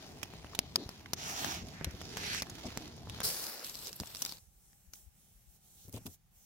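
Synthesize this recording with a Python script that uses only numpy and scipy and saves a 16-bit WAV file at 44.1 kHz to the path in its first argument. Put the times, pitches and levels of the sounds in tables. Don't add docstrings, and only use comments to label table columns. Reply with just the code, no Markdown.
import sys
import numpy as np
from scipy import signal
from scipy.fft import rfft, irfft, next_fast_len
from scipy.io import wavfile
from scipy.ndimage import uniform_filter1d

SR = 44100
rng = np.random.default_rng(int(sys.argv[2]) if len(sys.argv) > 2 else 0)


def store_wav(level_fs):
    pcm = np.round(np.clip(np.atleast_2d(level_fs), -1, 1) * 32767)
    wavfile.write(sys.argv[1], SR, pcm.T.astype(np.int16))


def level_to_linear(level):
    exponent = np.asarray(level, float) / 20
    return 10 ** exponent


N = 284600

# t/s, level/dB of four layers, low to high
AIR = [(0, -74.5, -78, -82, -87), (6.453, -74.5, -85, -83, -85.5)]
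# f/Hz, level/dB
AIR_COLOUR = [(40, -0.5), (180, -16), (260, -35), (15500, -38.5)]
# t/s, length/s, f/Hz, level/dB, left minus right/dB
WIND_BUMPS = [
    (4.414, 0.028, 90, -58, -9),
    (4.455, 0.054, 61, -56, -10),
    (4.522, 0.091, 49, -58.5, -3),
    (4.851, 0.058, 61.5, -57.5, 14),
    (5.01, .05, 55, -60, 15),
    (5.05, 0.05, 66, -52.5, 15),
    (5.3, 0.042, 79, -63, 5),
    (5.334, 0.061, 45, -57, 5.5),
    (5.45, 0.07, 51, -57.5, 16),
    (5.738, 0.056, 50, -61, 5),
]
# t/s, left minus right/dB
SIDE_DRIFT = [(0.0, 2), (0.21, -1.5), (0.86, 2), (1.0, -1.5), (1.63, -3), (2.77, -2.5), (3.25, 1.5),
              (5.75, -2), (6.45, -1)]
# f/Hz, time to fall 60 dB/s, level/dB
PORT_RINGS = [(5670, 0.0032, -5), (6850, 0.0021, -0.5), (2300, 0.0018, -13), (8920, 0.0014, -3),
              (11200, 0.0013, 3), (14000, 0.0016, -4.5)]
FIRE_EDGES = (20, 250, 1200, 7300, 15850)
SNOW_EDGES = (20, 200, 3000, 7300, 15850)
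# t/s, level/dB, f/Hz, ring/s, left minus right/dB
THUMPS = [(0.86, -35, 90.5, 0.02, 1), (1.634, -38.5, 76, 0.18, 0), (1.811, -41, 156, 0.34, 3),
          (1.865, -28.5, 73.7, 0.11, 3), (1.937, -36.5, 78, 0.068, 1.5), (2.516, -40, 118, 0.16, -1.5),
          (2.652, -34.5, 65.5, 0.026, 1.5), (4.002, -37.5, 83, 0.14, 6), (5.847, -52, 96, 0.085, 5.5),
          (5.879, -43.5, 103, 0.1, 5.5), (5.938, -34.5, 97.5, 0.14, 4), (5.965, -36, 106, 0.092, 2.5),
          (6.056, -41.5, 123.4, 0.1, 7), (6.072, -45.5, 87.7, 0.12, 6.5)]
# t/s, length/s,
# centre f/Hz, width/Hz, level/dB
NOISE_BURSTS = [ (0.394, 0.0072, 1000, 1200, -57), (0.532, 0.0053, 1000, 900, -48),
                (1.058, 0.0053, 1820, 1880, -44), (0.758, 0.096, 318, 209, -46.5),
                (4.934, 0.0074, 1380, 1800, -57), (0.773, 0.095, 4070, 910, -54.5),
                (1.294, 0.14, 740, 161, -51.5), (1.696, 0.26, 1840, 1240, -55.5), (2.63, 0.048, 625, 353, -48),
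                (2.644, 0.053, 238, 120, -44.5), (3.839, 0.052, 5040, 3010, -50), (3.854, 0.07, 380, 301, -57.5),
                (3.956, 0.014, 12400, 5000, -47), (2.649, 0.032, 5450, 3000, -51),
                (5.756, 0.13, 3600, 1800, -71.5), (4.133, 0.084, 9010, 9010, -56),
                (4.206, 0.015, 9020, 9020, -54), (4.27, 0.055, 4700, 2510, -52), (5.876, 0.024, 298, 205, -56.5),
                (5.878, 0.018, 11000, 9000, -61), (5.918, 0.053, 9800, 14000, -53.5),
                (5.928, 0.041, 350, 351, -54.5), (5.929, 0.067, 3020, 1940, -58.5),
                (5.961, 0.027, 8700, 13000, -54.5), (5.962, 0.0206, 564, 401, -52.5),
                (6.049, 0.044, 198, 160, -47.5), (6.054, 0.028, 8550, 15100, -50.5),
                (6.061, 0.017, 740, 301, -55.5), (0.5906, 0.0028, 5340, 2500, -28),
                (0.7585, 0.0031, 4850, 1700, -21), (0.7582, 0.0048, 790, 900, -35.5),
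                (4.002, .024, 210, 131, -40.5), (6.057, 0.019, 3260, 2600, -54.5)]

# t/s, cloth speed/dB
SWEEP = [
    (3.234, -0.5),
    (3.247, 1.5),
    (3.331, -4.5),
    (3.391, -7),
    (3.421, -6),
    (3.64, -15.5),
]
# t/s, cloth speed/dB
REACH = [
    (3.64, 1),
    (3.73, -4),
    (3.79, -1.5),
    (3.895, -1),
    (3.905, -11.5),
    (4.17, -5.5),
    (4.232, -1.5),
    (4.34, -7.5),
    (4.39, -18),
]
# t/s, cloth speed/dB
STILL = [(4.39, 0.5), (4.502, -9.5), (4.656, -4), (4.925, -9), (4.94, 10.5), (5.109, -12.5), (5.213, -2.5),
         (5.463, -7.5), (5.561, -1), (5.593, -11), (5.653, -1.5), (5.85, 4.5), (5.91, -7), (6.145, 7.5),
         (6.175, -21), (6.3, -20.5), (6.37, -3), (6.453, -1)]
# t/s, force/dB
TUG = [
    (5.86, -15),
    (5.994, 1),
    (6.118, -11),
]
# level/dB, dB per dB of speed or force
SWEEP_LAW = [(-50, 1.8), (-47, 0.36), (-38, 1), (-35, 1.28)]
REACH_LAW = [(-61, 0.092), (-55.5, 0.7), (-50, 0.97), (-48, 1)]
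STILL_LAW = [(-68.5, 0.053), (-76, 0.32), (-69.5, 0.9), (-64.5, 0.74)]
TUG_LAW = [(-57, 0.88), (-67.5, 0.84), (-83, .6), (-80, .6)]
# f/Hz, level/dB
SLEEVE_COLOUR = [(15, -50), (25, -6.5), (69, -6.5), (221, -7), (260, -11.5), (469, -4), (970, -9),
                 (1710, -9), (2850, -11), (4870, 1.5), (6550, -6), (12200, -3.5), (15500, -5)]
RUB_COLOUR = [(15, -26), (25, 1), (804, -1.5), (2170, -8.5), (4040, 4.5), (6550, -0.5), (7700, -5.5),
              (9550, -11), (13200, -4.5), (15500, -11)]
STILL_COLOUR = [(25, -2), (55, -6.5), (86, -9.5), (183, -10), (240, -32), (648, -37.5), (804, -29.5),
                (945, -40.5), (5100, -40), (5500, -32.5), (15500, -34)]
# t/s, peak level/dB, f/Hz, left minus right/dB
CRUMBS = [(3.243, -27, 12900, -2), (3.578, -42, 4160, -2), (3.5934, -37.5, 5500, -1.5),
          (3.6584, -40, 11000, 0), (3.6724, -38, 13600, 1.5), (3.6863, -41, 4450, -.5),
          (3.6935, -36, 5000, -2), (3.7427, -34, 5200, 1), (3.7474, -37, 4470, -4.5),
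          (3.7684, -40, 4550, 0.5), (3.7893, -36.5, 6000, 0), (3.863, -34, 6110, -3),
          (3.8795, -34, 6000, 2), (3.8874, -40, 3880, 0), (3.917, -43, 7000, -1), (3.991, -46, 5500, -1),
          (4.0078, -35, 6550, -4.5), (4.0584, -40, 7830, 2), (4.1125, -43, 2400, -7),
          (4.1574, -37, 5470, -.5), (4.1684, -33, 5670, 1), (4.1914, -38, 7000, .5), (4.2362, -46, 3460, 2),
          (4.2764, -40, 5540, 0), (4.2904, -39, 5320, .5), (4.3146, -39, 4560, .5), (4.3344, -48, 3830, 0),
          (4.3695, -44, 4720, -2), (4.9544, -52, 3990, -3), (5.881, -47, 13500, -5.5),
          (5.8944, -43, 13300, -5), (5.9263, -41, 13400, -9), (5.9394, -43, 6200, -6),
          (5.9628, -38, 6300, -6), (6.0578, -46, 13100, -5), (6.1444, -54.5, 12300, -3)]
# t/s, peak level/dB, f/Hz, left minus right/dB
SNAPS = [(3.2654, -36, 5140, -3), (3.3019, -28, 4740, -9), (3.4403, -30, 5800, 2.5), (3.466, -30, 5000, 2),
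         (3.6449, -28, 5460, 0), (3.696, -32, 5370, 3.5), (3.7533, -30, 5170, 6), (3.8699, -31.5, 5200, -9),
         (3.929, -30.5, 5800, -1), (4.0718, -40, 7900, 11), (4.148, -28.5, 4840, -5),
         (4.2195, -23, 5850, 8.5), (4.2233, -27.5, 6000, -15), (4.2499, -24, 5260, 5),
         (4.2609, -26.5, 3930, 0), (4.2931, -28, 5430, 4), (4.9347, -36, 6000, 0)]
# t/s, peak level/dB, f/Hz, left minus right/dB
PRESSES = [
    (3.9999, -24, 5000, -4),
    (4.0339, -35, 1130, -2),
    (4.3224, -30, 4770, 6.5),
    (4.3514, -51, 4050, 6),
    (4.3822, -48, 4740, -2.5),
    (4.7307, -54.5, 1930, 1),
    (6.0651, -38.5, 12800, -19),
]

# t/s, pressure/dB
DRAGS = [
    [(1.165, -14), (1.19, -7), (1.215, -5.5), (1.3, -2.5), (1.35, -4.5), (1.41, 0.1), (1.544, -2.5),
     (1.63, -15.5)],
    [(2.17, -2.5), (2.188, -8), (2.356, 0.8), (2.404, -4), (2.414, -9)],
]
# level/dB, dB per dB of pressure
DRAG_LAW = [(-62.5, -0.8), (-45, 1.5), (-39, 1), (-46.5, 1.7)]
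SHUFFLE_LAW = [(-54.5, .1), (-55, .3), (-37.5, 0.87), (-49.5, 1)]
# f/Hz, level/dB
DRAG_COLOUR = [(15, -47.5), (25, -22), (86, -6), (389, -12), (509, -20.5), (722, -6.5), (1530, -15.5),
               (2920, -13), (4870, -15.5), (5730, -10.5), (8350, -18.5), (15500, -19.5)]
SHUFFLE_COLOUR = [(15, -27), (25, -20.5), (86, -26), (1140, -17), (1570, -9.5), (2420, -8.5), (3440, -12),
                  (5880, -8), (8130, -20), (11800, -19), (15500, -27)]

# t/s, flame size/dB, sap hiss/dB
FIRE = [(0.0, -2, 3), (0.128, 0.5, -1.5), (0.284, -0.5, -1.5), (0.704, 0.5, -4), (0.9, -3.5, -2),
        (1.16, 0.5, -5), (1.63, 5, -1), (1.858, -2.5, -3), (2.056, 2.5, 4), (2.17, 1, 7), (2.41, 2, -2.5),
        (2.572, -0.5, 3.5), (2.712, 2, 3.5), (2.874, 3.5, 4), (2.895, 0.5, -1.5), (3.054, 5.5, -4.5),
        (3.154, 4, 4.5), (3.231, -7, 4.5)]
# level/dB, dB per dB of flame, dB per dB of sap
FIRE_LAW = [(-54, 1, 0), (-56.5, 0.34, 0.5), (-56, 0, 1), (-67.5, 0, 0.8)]
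# f/Hz, level/dB
FIRE_COLOUR = [(15, -51), (25, -20), (75, -7.5), (198, -13), (433, -17), (552, -25), (666, -18.5),
               (1200, -28), (5430, -27), (8350, -36.5), (12200, -34), (15500, -38)]
# t/s, peak level/dB, f/Hz, left minus right/dB
SPARKS = [(0.0241, -47, 3600, -1), (0.4683, -44, 3080, -1), (0.924, -53, 12000, 0), (0.9944, -48, 3200, 1),
          (1.3114, -33, 5600, -1), (1.4604, -35, 14000, 0), (1.6492, -51, 5000, -1), (1.966, -50, 3500, 0),
          (1.995, -52, 4500, 0), (2.4292, -34, 2350, 0), (2.5064, -43, 4950, -8), (2.558, -42, 4000, 1),
          (2.6648, -42, 5600, -5), (2.878, -42, 6500, 1), (2.9652, -47.5, 9000, 0), (3.067, -49, 5500, -1)]
# t/s, peak level/dB, f/Hz
TICKS = [
    (1.668, -44.5, 7000),
    (1.6846, -41, 4770),
    (1.9096, -43, 5800),
    (1.4458, -34, 14000),
    (2.2338, -32, 2430),
    (2.4683, -36, 1770),
    (2.4972, -31.5, 6860),
    (2.5521, -41, 3460),
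]
# t/s, peak level/dB, f/Hz, thud/dB, left minus right/dB
SPITS = [
    (0.2294, -27, 3400, -38, -4.5),
    (0.3361, -44.5, 3130, 6, 5),
    (0.5487, -29.5, 4060, -16, -4.5),
    (2.0138, -35, 3200, -2.5, -3),
    (2.4204, -21, 5950, -10.5, 0),
    (3.2147, -30.5, 1590, -26, 0.5),
]
# t/s, peak level/dB, f/Hz, thud/dB, left minus right/dB
POPS = [(0.4449, -42, 2800, 5, 1), (0.5896, -11.5, 5400, -13, 1.5), (0.7572, -15, 5110, -21.5, 8.5),
        (0.8904, -30, 5330, -3.5, 2), (1.1328, -15.5, 6100, -14.5, 2), (1.4451, -20.5, 1900, -29, 5.5),
        (1.8108, -35.5, 1010, 2, -6), (1.8442, -16.5, 4130, -20, 2.5), (2.1705, -23.5, 3340, -8, 2),
        (2.3316, -28, 3250, -36, 4), (2.3466, -22.5, 3000, -21, -4), (2.7731, -23, 5600, -4, -3),
        (3.0719, -47, 1010, 7.5, -4), (3.0964, -30, 3900, -10.5, -1.5), (3.1863, -47, 2570, 8, -7),
        (3.2031, -23.5, 3600, -7, -1)]
POP_ECHO = [-12, -15.5, -18.5, -8, -13.5, -10, -12, -13, -14, -7, -19, -14, -12, -11, -14, -10]


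def walk(rate, size):
    hold = int(SR / rate)
    levels = rng.standard_normal(N // 100)[:size // hold + 1]
    smooth = uniform_filter1d(uniform_filter1d(np.repeat(levels, hold), hold), hold)
    return 1.3 * smooth[:size]


def grains(per_s, spread_db, smooth_db):
    size_db = spread_db * np.minimum(rng.exponential(size=N), 3.5)
    hits = (rng.random(N) < per_s / SR) * level_to_linear(size_db)
    tail_s = 0.0015
    hits = signal.lfilter([1], [1, -np.exp(-1 / (tail_s * SR))], hits)
    return hits / np.sqrt(np.mean(hits ** 2)) + level_to_linear(smooth_db)


def layers(curve, law):
    curve, law = np.array(curve), np.array(law)
    return np.column_stack([curve[:, 0], law[:, 0] + curve[:, 1:] @ law[:, 1:].T])


def texture(table, colour, edges_hz, grain, alike, lag, flicker_db, bass_flicker_db):
    s, *columns = np.transpose(table)
    fade_s = 0.004
    first = max(int((s[0] - fade_s) * SR), 0)
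    last = min(int((s[-1] + fade_s) * SR), N)
    t = np.arange(first, last) / SR
    size = next_fast_len(len(t))
    hz = np.maximum(np.fft.rfftfreq(size, 1 / SR), 1)
    colour_hz, colour_db = np.transpose(colour)
    shape = level_to_linear(np.interp(np.log(hz), np.log(colour_hz), colour_db))
    noise = rng.standard_normal((3, len(t)))
    piece = grain[first:last]
    grainy = rfft(noise * piece, size) / np.sqrt(np.mean(piece ** 2))
    common, left, right = np.where(hz < 400, rfft(noise, size), grainy) * shape

    share = np.clip(alike[1] + (alike[0] - alike[1]) / (1 + (hz / alike[2]) ** 2), 0, 1)
    late = np.exp(-2j * np.pi * hz * lag / SR)
    shared = np.sqrt(share) * common * np.array([late, late ** 0])
    pair = shared + np.sqrt(1 - share) * np.array([left, right])
    pan_db = np.interp(t, *np.transpose(SIDE_DRIFT))
    out = np.zeros((2, N))
    for low, high, db in zip(edges_hz, edges_hz[1:], columns):
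        layer = 0
        steps = np.geomspace(low, high, 5)
        bass = low == edges_hz[0]
        for a, b in zip(steps, steps[1:]):
            flicker = level_to_linear((bass_flicker_db if bass else flicker_db) * walk(16, len(t)))
            band = irfft(pair * ((hz >= a) & (hz < b)), size)[:, :len(t)]
            layer = layer + band * flicker
        side_db = np.array([[1], [-1]]) * (1.6 if bass else pan_db) / 2
        level = level_to_linear(np.interp(t, s, db) + side_db)
        out[:, first:last] += layer / np.sqrt(np.mean(layer ** 2)) * level
    nearest_end = np.minimum(t - s[0], s[-1] - t)
    out[:, first:last] *= np.sqrt(np.clip(nearest_end / fade_s / 2 + 0.5, 0, 1))
    return out


def ring(t, hz, t60):
    return np.sin(2 * np.pi * hz * t) * np.exp(-np.log(1000) * t / t60)


def add(out, when, sounds, pan_db):
    for s, sound, pan in zip(when, sounds, pan_db):
        i = int(s * SR)
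        n = min(sound.shape[1], N - i)
        out[:, i:i + n] += sound[:, :n] * level_to_linear(np.array([[pan], [-pan]]) / 2)


def breaks(table, echo_db, thud_db=None, pan_db=None):
    s, peak_db, hz, *rest = np.transpose(table)
    thud = rest[0] if thud_db is None else thud_db + 0 * s
    pan = rest[-1] if pan_db is None else pan_db + 0 * s
    echo = echo_db + 3 * rng.standard_normal(len(s))
    return np.column_stack([s, peak_db, hz, thud, pan, echo])


def cracks(out, table, burst_s, own_db, tick_db, echo_t60, thud_hz, late_s, thin, steep):
    s, peak_db, hz, thud_db, pan_db, echo_db = (c[:, None, None] for c in np.transpose(table))
    t = np.arange(2048) / SR
    chance = rng.standard_normal((len(table), 5, len(t)))
    burst = 0.32 * (chance[:, :1] + 3.3 * chance[:, 1:3])
    burst = burst * np.sqrt(t / burst_s) * np.exp(-(t / burst_s) ** 2)
    burst[:, :, :2] += 0.6

    echo_ends_s = 0.02
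    fade = np.exp(-np.log(1000) * t / echo_t60 - (t / echo_ends_s) ** 4) * np.minimum(t / 0.002, 1)
    echo = level_to_linear(np.minimum(echo_db, 0) - 2.5) * chance[:, 3:] * fade
    echo = signal.lfilter([0.7], [1, -0.25], echo)

    detune = 1 + 0.025 * np.clip(chance[:, 3:, :1], -1.5, 1.5)
    body = sum(level_to_linear(db) * ring(t, f * detune, t60) for f, t60, db in PORT_RINGS)
    body = body + level_to_linear(own_db) * np.minimum(hz / 5000, 1) * ring(t, hz * detune ** 0.3, 0.0039)
    body[:, :, 0] += level_to_linear(tick_db)

    lag = np.clip(0.86 * chance[:, :1, -1:], -2, 2) * np.array([[1], [-1]]) / 2 + 5
    late = np.exp(-2j * np.pi * np.fft.rfftfreq(4096) * lag)
    pitch = 1j * np.fft.rfftfreq(4096, 1 / SR) / np.minimum(hz, 6000)
    tilt = (pitch / (pitch + thin)) ** steep / (1 + pitch * 700 / hz) ** 2
    sound = irfft(rfft(burst + echo, 4096) * rfft(body, 4096) * late * tilt)[:, :, :len(t)]
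    sound /= np.abs(sound).max(axis=(1, 2), keepdims=True)
    thud = ring(t, 3.2 * thud_hz, 0.0024) + 0.26 * ring(t, thud_hz * detune[:, :1], 0.016)
    sound += level_to_linear(thud_db + 5.5) * thud
    add(out, s.ravel() + late_s, sound * level_to_linear(peak_db + 3), pan_db.ravel())


def open_air():
    return texture(AIR, AIR_COLOUR, SNOW_EDGES, np.ones(N), (0.6, 0.05, 300), 0, 0.6, 2.2)


def wind_bumps(out):
    for s, length, hz, db, pan_db in WIND_BUMPS:
        t = np.arange(int(length * SR)) / SR
        slide, start = rng.standard_normal(2)
        turns = hz * t * (1 + 0.11 * slide * (t / length - 1))
        sound = np.sin(2 * np.pi * turns + start) * np.hanning(len(t))
        add(out, [s], [sound * level_to_linear(db) * np.ones((2, 1))], [pan_db])


def thumps(out):
    s, peak_db, hz, t60, pan_db = (c[:, None, None] for c in np.transpose(THUMPS))
    t = np.arange(8192) / SR
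    rough = rng.standard_normal((len(THUMPS), 1, len(t)))
    rough = uniform_filter1d(uniform_filter1d(rough, size=48, axis=2), size=32, axis=2)
    sound = ring(t, hz, t60) + 0.5 * ring(t, 2.414 * hz, t60 * 0.61)
    sound = (sound + 2.0 * rough * np.exp(-6.0 * t / t60)) * np.minimum(t / 0.0052, 1)
    sound = sound / np.abs(sound).max(axis=2, keepdims=True) * np.ones((1, 2, 1))
    add(out, s.ravel(), sound * level_to_linear(peak_db), pan_db.ravel())


def noise_bursts(out):
    for s, length, hz, width, db in NOISE_BURSTS:
        noise = rng.standard_normal((2, 16384))
        noise[1] = noise[1] + max(1 - hz / 1500, 0) * (noise[0] - noise[1])
        f = np.fft.rfftfreq(16384, 1 / SR) + 1
        resonance = 1 / (1 + ((f * f - hz * hz) / (f * width)) ** 2)
        sound = irfft(rfft(noise) * resonance)[:, :int(length * SR)]
        fade = signal.windows.tukey(sound.shape[1], 0.5)
        add(out, [s], [sound / sound.std() * level_to_linear(db) * fade], [0])


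def sleeve_and_cord(out):
    cloth, smooth = grains(900, 2.4, 5.9), np.ones(N)
    for curve, law, colour, grain in [(SWEEP, SWEEP_LAW, SLEEVE_COLOUR, cloth),
                                      (REACH, REACH_LAW, RUB_COLOUR, cloth),
                                      (STILL, STILL_LAW, STILL_COLOUR, smooth),
                                      (TUG, TUG_LAW, STILL_COLOUR, smooth)]:
        out += texture(layers(curve, law), colour, SNOW_EDGES, grain, (0.7, 0.2, 900), -2.5, 1.32, 0.88)


def snow_crust(out):
    crumbs = breaks(CRUMBS, echo_db=-7, thud_db=-29)
    cracks(out, crumbs, burst_s=0.00067, own_db=9.4, tick_db=-1, echo_t60=0.012,
           thud_hz=320, late_s=0.00062, thin=0.36, steep=1.9)
    crust = np.vstack([breaks(SNAPS, echo_db=-9.5, thud_db=-18.5),
                       breaks(PRESSES, echo_db=-9.5, thud_db=-11.5)])
    cracks(out, crust, burst_s=0.00081, own_db=3.7, tick_db=0.12, echo_t60=0.028,
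           thud_hz=288, late_s=0.0004, thin=0.59, steep=1.37)


def boot_drags(out):
    needles = grains(1700, 2.8, 5.1)
    for curve, law, colour in zip(DRAGS, (DRAG_LAW, SHUFFLE_LAW), (DRAG_COLOUR, SHUFFLE_COLOUR)):
        out += texture(layers(curve, law), colour, FIRE_EDGES, needles, (0.95, 0.35, 450), 16.3, 1.63, 1.4)


def flames(out):
    crackle = grains(400, 3.4, 4.9)
    out += texture(layers(FIRE, FIRE_LAW), FIRE_COLOUR, FIRE_EDGES, crackle,
                   (0.95, 0.35, 450), -5.0, 1.5, 1.3)


def twig_pops(out):
    sparks = breaks(SPARKS, echo_db=-8, thud_db=-27.5)
    cracks(out, sparks, burst_s=0.00066, own_db=8.6, tick_db=-4.5, echo_t60=0.02,
           thud_hz=240, late_s=0.0005, thin=0.29, steep=1.21)
    twigs = np.vstack([breaks(POPS, np.array(POP_ECHO)),
                       breaks(SPITS, echo_db=0.5),
                       breaks(TICKS, echo_db=-5.5, thud_db=-39, pan_db=-4)])
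    cracks(out, twigs, burst_s=0.00047, own_db=0.71, tick_db=-2.5, echo_t60=0.027,
           thud_hz=232, late_s=0.0008, thin=0.047, steep=1.1)


def scene():
    out = open_air()
    wind_bumps(out)
    thumps(out)
    noise_bursts(out)
    sleeve_and_cord(out)
    snow_crust(out)
    boot_drags(out)
    flames(out)
    twig_pops(out)
    return out


def top_cut(x):
    return signal.sosfilt(signal.butter(12, 16820, fs=SR, output="sos"), x)


def record(dry):
    no_rumble = signal.butter(2, 42, "high", fs=SR, output="sos")
    no_top = signal.ellip(8, 0.2, 70, 16000, fs=SR, output="sos")
    mix = signal.sosfilt(np.vstack([no_rumble, no_top]), dry)
    return top_cut(mix)


dry = scene()
out = record(dry)
store_wav(out)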